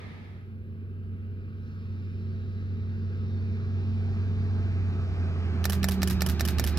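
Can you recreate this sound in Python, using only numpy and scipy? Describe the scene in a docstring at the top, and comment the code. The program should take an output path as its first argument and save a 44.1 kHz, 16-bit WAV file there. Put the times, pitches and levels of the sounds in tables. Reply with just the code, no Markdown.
"""A soft rustle is faded out over the first 0.6 s, over faint microphone hiss: both are shaped noise.
Meanwhile a diesel railcar nears across open fields: shaped noise for rumble, wheel roar and rail hiss, which grow,
and sines locked to the crankshaft for its engine, which drones, then slows as the driver eases off.
Near the end a reflex camera just right of the microphone fires a burst: damped modes and noise per stroke."""
import sys
import numpy as np
from scipy import signal
from scipy.fft import rfft, irfft
from scipy.io import wavfile
from scipy.ndimage import uniform_filter1d

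SR = 44100
rng = np.random.default_rng(int(sys.argv[2]) if len(sys.argv) > 2 else 0)


def dump(signal):
    """Clip the signal to [-1, 1] and save it as 16-bit WAV at the path in sys.argv[1]."""
    limited = np.clip(np.atleast_2d(signal).T, -1, 1)
    pcm = np.round(limited * 32767).astype(np.int16)
    wavfile.write(sys.argv[1], SR, pcm)


N = 298998
TIME = np.arange(N) / SR
FRAME_S = np.arange(N // 512 + 6) * 512 / SR
BIN_HZ = np.fft.rfftfreq(2048, 1 / SR)


def gain_of(db):
    """Decibels to gain."""
    return 10 ** (np.asarray(db) / 20)


def evened(x):
    """Scales to rms 1."""
    return x / np.sqrt(np.mean(x ** 2) + 1e-20)


def read(points, hz):
    """Interpolates a table of (Hz, value) over log frequency."""
    table_hz, value = np.transpose(points)
    return np.interp(np.log(hz + 1), np.log(table_hz), value)


def curve(rows, t):
    """Interpolates a table of (s, value) at the times t."""
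    return np.interp(t, *np.transpose(rows))


def ramp(t, start_s, length_s):
    """Rises from 0 to 1 over length_s, then holds."""
    return np.clip((t - start_s) / length_s, 0, 1)


def add(mix, start_s, sound):
    """Mixes a stereo sound in at start_s, cut at the end of the mix."""
    part = mix[:, round(start_s * SR):][:, :sound.shape[1]]
    part += sound[:, :part.shape[1]]


def wander(limit_hz):
    """Slow noise of about rms 1, reaching up to about limit_hz."""
    size = 2 ** 19
    hz = np.fft.rfftfreq(size, 1 / SR)
    spectrum = rfft(rng.standard_normal(size)) / (1 + (hz / limit_hz) ** 4)
    return evened(irfft(spectrum)[:N])


# straight track; the nearest point comes after the end of the scene
SPEED_M_PER_S, TRACK_M, NEAREST_S = 21.2, 70.0, 7.63
PORT_LEAD_MS = .26  # lead of the left microphone for a sound from the far left


def train_place(t):
    """The train's distance (m) and the lead of the left microphone (s) that its bearing gives."""
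    to_go_m = SPEED_M_PER_S * (NEAREST_S - t)
    distance_m = np.hypot(to_go_m, TRACK_M)
    return distance_m, PORT_LEAD_MS / 1000 * to_go_m / distance_m


def approach(nearest_db, loss_db):
    """Gain of a sound that loses loss_db with each doubling of the train's distance."""
    return gain_of(nearest_db - loss_db * np.log2(train_place(TIME)[0] / TRACK_M))


# Level difference of the microphones. Each row: frequency in Hz, left minus right in dB.
MIC_BALANCE = [(55, -1.3), (68, -3), (76, -5.4), (83, -5.4), (90, -1.1), (170, -.7), (230, -2.6), (320, 1),
               (420, -1), (560, -5.5), (850, -1.2), (4400, -.5), (15000, -1)]
# Phase difference of the microphones. Each row: frequency in Hz, lead of the left in radians.
MIC_PHASE = [(78, -0.18), (88, 0.36), (115, 0.45), (200, -0.04), (280, 0.33), (430, -0.34), (570, 0.41),
             (1200, 0.037)]


def air_noise(field_db, patchy_db, likeness):
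    """Stereo noise from the train's side with a given spectrum, mottled by moving air; rms 1."""
    a, b, c, d, patches = rng.standard_normal((5, len(FRAME_S), len(BIN_HZ)))
    patches = uniform_filter1d(patches, size=12, axis=0)
    patches = evened(uniform_filter1d(patches, size=14, axis=1))
    lead_s = train_place(FRAME_S)[1][:, None]
    delay = np.exp(-2j * np.pi * BIN_HZ * lead_s - 1j * read(MIC_PHASE, BIN_HZ))
    left = a + 1j * b
    right = delay * (likeness * left + np.sqrt(1 - likeness ** 2) * (c + 1j * d))
    lean = gain_of(read(MIC_BALANCE, BIN_HZ) / 2)
    field = np.array([left * lean, right / lean]) * gain_of(field_db + patchy_db * patches)
    noise = signal.istft(field.transpose(0, 2, 1), nperseg=2048, noverlap=1536)[1]
    return evened(noise[:, :N])


# Likeness of the two channels for the train and the microphone hiss. Each row: frequency in Hz, likeness 0-1.
CHANNEL_LIKENESS = [(30, .7), (48, .98), (400, .97), (600, .85), (1500, .85), (3000, .8), (6000, .75),
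                    (12000, .3)]
# Relative spectrum of the rustle. Each row: frequency in Hz, level in dB per Hz.
RUSTLE_SPECTRUM = [(60, -12.5), (235, 14), (310, 0), (440, 4.5), (520, 1.5), (950, -1), (1100, -8),
                   (1230, 4), (1420, -10), (1690, 1.5), (1900, -1), (2100, 2), (2900, -10), (3600, -8.5),
                   (5500, -20), (7800, -33), (9600, -29), (12000, -44)]
# Relative spectrum of the microphones' own noise. Each row: frequency in Hz, level in dB per Hz.
MIC_SPECTRUM = [(20, 23.5), (34, 32), (46, 33.5), (65, 19.5), (200, 4.5), (4000, 0), (8000, -3),
                (11000, 5.5), (14000, 6), (15500, 4), (16200, -22.5)]
RUSTLE_START_DB, FADE_OUT_S, FADE_OUT_POWER = -46.5, 0.6, 1.32


def background(hiss_db=-77):
    """Shaped noise: a rustle that is faded out, and the microphones' own faint hiss and rumble."""
    fade_out = np.clip(1 - TIME / FADE_OUT_S, 0, 1) ** FADE_OUT_POWER
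    rustle = air_noise(read(RUSTLE_SPECTRUM, BIN_HZ), patchy_db=.5, likeness=0.12)
    likeness = read(CHANNEL_LIKENESS, BIN_HZ)
    hiss = air_noise(read(MIC_SPECTRUM, BIN_HZ), patchy_db=1.5, likeness=likeness)
    return gain_of(RUSTLE_START_DB) * fade_out * rustle + gain_of(hiss_db) * hiss


def dense_ring(spectrum, size=8192):
    """The many close modes of a small mechanism as undamped noise; the channels differ more in the treble."""
    hz = np.fft.rfftfreq(size, 1 / SR)
    a, b = rfft(rng.standard_normal((2, size)))
    same = read([(1000, 1.0), (5000, 0.48), (9000, 0.046)], hz)
    pair = np.array([a, same * a + np.sqrt(1 - same ** 2) * b])
    return evened(irfft(pair * gain_of(read(spectrum, hz))))


FIRST_RELEASE_S, PICTURE_GAP_S, PICTURE_COUNT = 5.642, .1885, 7  # the end cuts the last picture off


def camera_part(strokes, spectrum, modes, rise_s, body_db, body_t60_s, alike=0.68):
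    """A part hits its stops in every picture, never quite the same way; the camera body rings on."""
    out = np.zeros((2, N))
    for after_s, db, t60_s in strokes:
        own = dense_ring(spectrum)
        t = np.arange(own.shape[1]) / SR
        decay = np.hypot(gain_of(-60 * t / t60_s), gain_of(body_db - 60 * t / body_t60_s))
        ring = sum(gain_of(mode_db - 60 * t / mode_t60_s) * np.sin(2 * np.pi * hz * t)
                   for hz, mode_db, mode_t60_s in modes)
        for picture, force in enumerate(rng.standard_normal(PICTURE_COUNT)):
            # chance builds up along the chain of levers: late strokes vary most in force
            blow = gain_of(db + force * (.3 + 12 * after_s)) * (1 - np.exp(-t / rise_s))
            clatter = np.sqrt(alike) * own + np.sqrt(1 - alike) * dense_ring(spectrum)
            start_s = FIRST_RELEASE_S + picture * PICTURE_GAP_S + after_s
            add(out, start_s, blow * (ring + decay * clatter))
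    return out


# Strokes within one picture, by part. Each row: time after the release in s, mean level in dB, t60 in s.
LATCH_STROKES = [(0, -28, 0.014)]
MIRROR_STROKES = [(.0120, -20.5, 0.017), (.0175, -33.5, 0.029)]
CURTAIN_STROKES = [(.0500, -50, .03), (.0554, -22.5, 0.02), (.0620, -29.5, .028)]
RETURN_STROKES = [(.0798, -33.5, 0.057), (.0897, -24.5, 0.0077), (.0960, -41.5, .028), (.1090, -43, 0.05)]
# Relative spectrum of each part's dense clatter. Each row: frequency in Hz, level in dB per Hz.
LATCH_CLATTER = [(200, -20), (700, -5), (1400, -7), (2700, 5.5), (3700, 6), (5300, 7.5), (6800, -3.5),
                 (9000, -1.5), (13500, -5), (15500, -7)]
MIRROR_CLATTER = [(200, -35), (500, -7), (800, -4), (1050, 2), (1800, 4.5), (2200, 5), (3100, -17),
                  (3800, 7), (5700, -1), (7600, 5), (9500, -13), (11300, 3), (14600, 2.5), (16000, -19)]
CURTAIN_CLATTER = [(250, -15), (750, 3), (1100, -6), (1800, 2.5), (2400, -5.5), (3000, -2.5), (3500, -8.5),
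                   (5600, 1), (6300, -4), (8000, -5), (9200, -5.5), (11200, -0.5), (14000, -3.5),
                   (16000, -13)]
RETURN_CLATTER = [(250, -16), (700, 6), (1000, 2), (1500, 8), (2300, 2.5), (3000, 3.5), (5000, 4.5),
                  (6300, 1.5), (7500, -1.5), (9300, -1.5), (11600, -1.5), (13600, 4.5), (15800, -9)]
# Strongest modes of each part. Each row: frequency in Hz, level against the stroke in dB, t60 in s.
LATCH_TONES = [(1223, -8.5, 0.043), (1760, -8, 0.042), (4000, -5, 0.023)]
MIRROR_TONES = [(672, -14.5, 0.052), (786, -8, 0.025), (1456, -5.5, 0.014), (1763, -6, 0.021),
                (4400, -15, 0.025), (5540, -1.5, 0.0096)]
CURTAIN_TONES = [(690, -9, 0.018), (2990, -7.5, 0.021), (5740, -9, 0.013), (11240, -12, .008)]
RETURN_TONES = [(1600, -18, 0.018), (2970, -18, 0.021), (5260, -9, 0.01), (11460, -2.5, 0.01)]
# The camera is off to the right. Each row: frequency in Hz, right minus left in dB.
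CAMERA_SIDE = [(700, 2.5), (1200, 0), (2000, 0), (3800, 5), (6500, 0), (9000, 5), (12000, 6.5),
               (15000, 2.5)]


def camera():
    """Each picture: the latch lets go, the mirror slaps up, the curtains run, the mirror drops back."""
    snap_s, slap_s, slide_s = .00015, .0003, .0006  # build-up of each kind of contact
    out = camera_part(LATCH_STROKES, LATCH_CLATTER, LATCH_TONES, snap_s, body_db=-9.5, body_t60_s=0.12)
    out += camera_part(MIRROR_STROKES, MIRROR_CLATTER, MIRROR_TONES, snap_s, body_db=-23, body_t60_s=0.076)
    out += camera_part(CURTAIN_STROKES, CURTAIN_CLATTER, CURTAIN_TONES, slide_s, body_db=-27, body_t60_s=0.081)
    out += camera_part(RETURN_STROKES, RETURN_CLATTER, RETURN_TONES, slap_s, body_db=-13, body_t60_s=0.14)
    side_db = read(CAMERA_SIDE, np.fft.rfftfreq(N, 1 / SR)) / 2
    return irfft(rfft(out) * gain_of(np.array([-side_db, side_db])), N)


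# Relative spectrum of the body rumble. Each row: frequency in Hz, level in dB per Hz.
RUMBLE_SPECTRUM = [(32, -51), (44, -23), (50, -5.5), (70, 4.5), (110, 2.5), (160, -1.5), (245, -2.5),
                   (295, -15), (375, -8.5), (470, -19.5), (580, -30.5), (900, -63.5), (2000, -100)]
# Relative spectra of the wheel roar, far and near. Each row: frequency in Hz, level in dB per Hz.
FAR_ROAR_SPECTRUM = [(200, -31.5), (480, -1), (700, -7.5), (1030, -7.5), (1270, -0.5), (1700, -4),
                     (2000, -5), (2700, -6), (3200, -14.5), (5000, -36.5), (9000, -69)]
NEAR_ROAR_SPECTRUM = [(200, -27.5), (560, -6.5), (700, -2), (1020, -5), (1220, -2), (1430, -5), (1650, -5),
                      (2050, -7.5), (2600, -7.5), (3200, -13.5), (5000, -22.5), (9000, -35.5),
                      (16000, -60.5)]
# Relative spectrum of the rail hiss. Each row: frequency in Hz, level in dB per Hz.
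RAIL_SPECTRUM = [(1500, -38.5), (3200, -6.5), (3900, 2.5), (5000, -3), (5800, -7), (6600, -14),
                 (8000, -23.5), (11000, -30.5), (16000, -41)]
# Resonances that stand out of the wheel roar. Each row: centre in Hz, width in Hz, boost in dB.
WHEEL_RESONANCES = [(498, 61, 8), (662, 42, 7), (814, 30, 5), (1150, 76, 1.5), (1285, 20, 7),
                    (1584, 150, 4.5), (2410, 82, 5.5)]
# The train comes out from behind bushes, the rail hiss opens up. Each row: start in s, length in s, gain in dB.
HISS_CLEARINGS = [(1.1, .5, 5), (1.614, .05, 6), (3.13, .08, 2.0), (5.594, 0.5, 8)]
# the wheel roar fills out as the train comes into the open
OPEN_START_S, OPEN_LENGTH_S, OPEN_GAIN_DB = 3.07, .9, 2
# level at the nearest point, before the opening gains, and loss per doubling of distance
RUMBLE_DB, RUMBLE_LOSS_DB = -32.5, 10.5
ROAR_DB, ROAR_LOSS_DB = -45, 15
RAILS_DB, RAILS_LOSS_DB = -75, 5


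def running():
    """Shaped noise: body rumble, wheel roar that fills out as the train nears, and the hiss of the rails."""
    likeness = read(CHANNEL_LIKENESS, BIN_HZ)
    near = ramp(FRAME_S[:, None], OPEN_START_S, OPEN_LENGTH_S)
    roar_db = (1 - near) * read(FAR_ROAR_SPECTRUM, BIN_HZ) + near * read(NEAR_ROAR_SPECTRUM, BIN_HZ)
    roar_db += sum(db / (1 + (2 * (BIN_HZ - hz) / width_hz) ** 2) for hz, width_hz, db in WHEEL_RESONANCES)
    open_db = OPEN_GAIN_DB * ramp(TIME, OPEN_START_S, OPEN_LENGTH_S)
    clear_db = sum(db * ramp(TIME, start_s, length_s) for start_s, length_s, db in HISS_CLEARINGS)
    rumble = air_noise(read(RUMBLE_SPECTRUM, BIN_HZ), patchy_db=-0.24, likeness=likeness)
    roar = air_noise(roar_db, patchy_db=1.25, likeness=likeness)
    hiss = air_noise(read(RAIL_SPECTRUM, BIN_HZ), patchy_db=1.7, likeness=likeness)
    out = rumble * approach(RUMBLE_DB, RUMBLE_LOSS_DB)
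    out += roar * approach(ROAR_DB + open_db, ROAR_LOSS_DB)
    out += hiss * approach(RAILS_DB + clear_db, RAILS_LOSS_DB)
    return out


def engine_tone(shaft_hz, multiple, level_db, flutter_db, waver_rad):
    """One multiple of the crankshaft rate; the air on the way makes its level and phase waver."""
    hz = multiple * shaft_hz
    phase = 2 * np.pi * (np.cumsum(hz) / SR + rng.random()) + waver_rad * wander(5.5)
    lag = 2 * np.pi * hz * train_place(TIME)[1] + read(MIC_PHASE, hz)
    lean = gain_of(read(MIC_BALANCE, hz) / 2)
    pair = np.array([np.sin(phase) * lean, np.sin(phase - lag) / lean])
    return np.sqrt(2) * gain_of(level_db + flutter_db * wander(7)) * pair


# Engine speed before smoothing. Each row: time in s, firing rate in Hz.
FIRING_RATE = [(0.5, 94.31), (4.49, 94.8), (5.01, 91.08), (5.51, 85.28), (5.99, 81.16), (6.7, 76.35)]
# Base level of the engine tones. Each row: time in s, level in dB.
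DRONE_LEVEL = [(0, -46.5), (.5, -41.5), (1.12, -36.5), (1.7, -38.5), (1.9, -35), (4.5, -27.5), (5.0, -29),
               (6.38, -29.5), (6.65, -27.5)]
# Weaker tones. Each row: multiple of the crankshaft rate, dB against the base under power, dB when eased off.
WEAK_TONES = [(1.5, -25, -39), (2, -23.5, -44), (4, -29, -20.5), (4.5, -30.5, -29.5), (5.5, -26, -26),
              (9.5, -40.5, -19), (10.5, -31, -27), (12, -27.5, -28.5), (13, -30, -20.5), (14, -32, -26.5),
              (14.5, -43.5, -23), (15, -38.5, -24.5)]
# Exhaust peaks and dips the hum slides through as the engine slows. Each row: centre in Hz, width in Hz, gain in dB.
EXHAUST_RESONANCES = [(188.8, 15, 12.5), (206.7, 11, -9.5), (181, 7.86, -7.5)]
FIRINGS_PER_TURN = 3
HUM_ORDER, HUM_DB = 7, -12.5  # multiple of the crankshaft rate; level against the base, before the resonances
EASE_START_S, EASE_LENGTH_S = 4.82, 1.0  # the tone changes as the driver eases off


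def engine(firing_db=0.67):
    """A clean firing tone, the exhaust hum and fainter multiples, all locked to the crankshaft."""
    # the flywheel rounds every change
    shaft_hz = uniform_filter1d(curve(FIRING_RATE, TIME), size=12000) / FIRINGS_PER_TURN
    level_db = curve(DRONE_LEVEL, TIME)
    eased = ramp(TIME, EASE_START_S, EASE_LENGTH_S)
    hum_hz = HUM_ORDER * shaft_hz
    boom_db = sum(db * np.exp(-(2 * (hum_hz - hz) / width_hz) ** 2) for hz, width_hz, db in EXHAUST_RESONANCES)
    out = engine_tone(shaft_hz, FIRINGS_PER_TURN, level_db + firing_db, flutter_db=0.3, waver_rad=.02)
    out += engine_tone(shaft_hz, HUM_ORDER, level_db + HUM_DB + boom_db, flutter_db=0.7, waver_rad=0.069)
    for multiple, power_db, eased_db in WEAK_TONES:
        tone_db = level_db + (1 - eased) * power_db + eased * eased_db
        half_step = round(2 * multiple) / 2  # four-stroke: half steps
        out += engine_tone(shaft_hz, half_step, tone_db, flutter_db=2, waver_rad=0.43)
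    return out


def scene():
    """The train far out in the open, the camera close by."""
    return background() + camera() + running() + engine()


def record(dry, edge_hz=16100):
    """The recorder's band limit: a low-pass at edge_hz."""
    low_pass = signal.firwin(255, edge_hz, window=("kaiser", 8), fs=SR)
    return signal.oaconvolve(dry, low_pass[None], "same")


dry = scene()
out = record(dry)
dump(out)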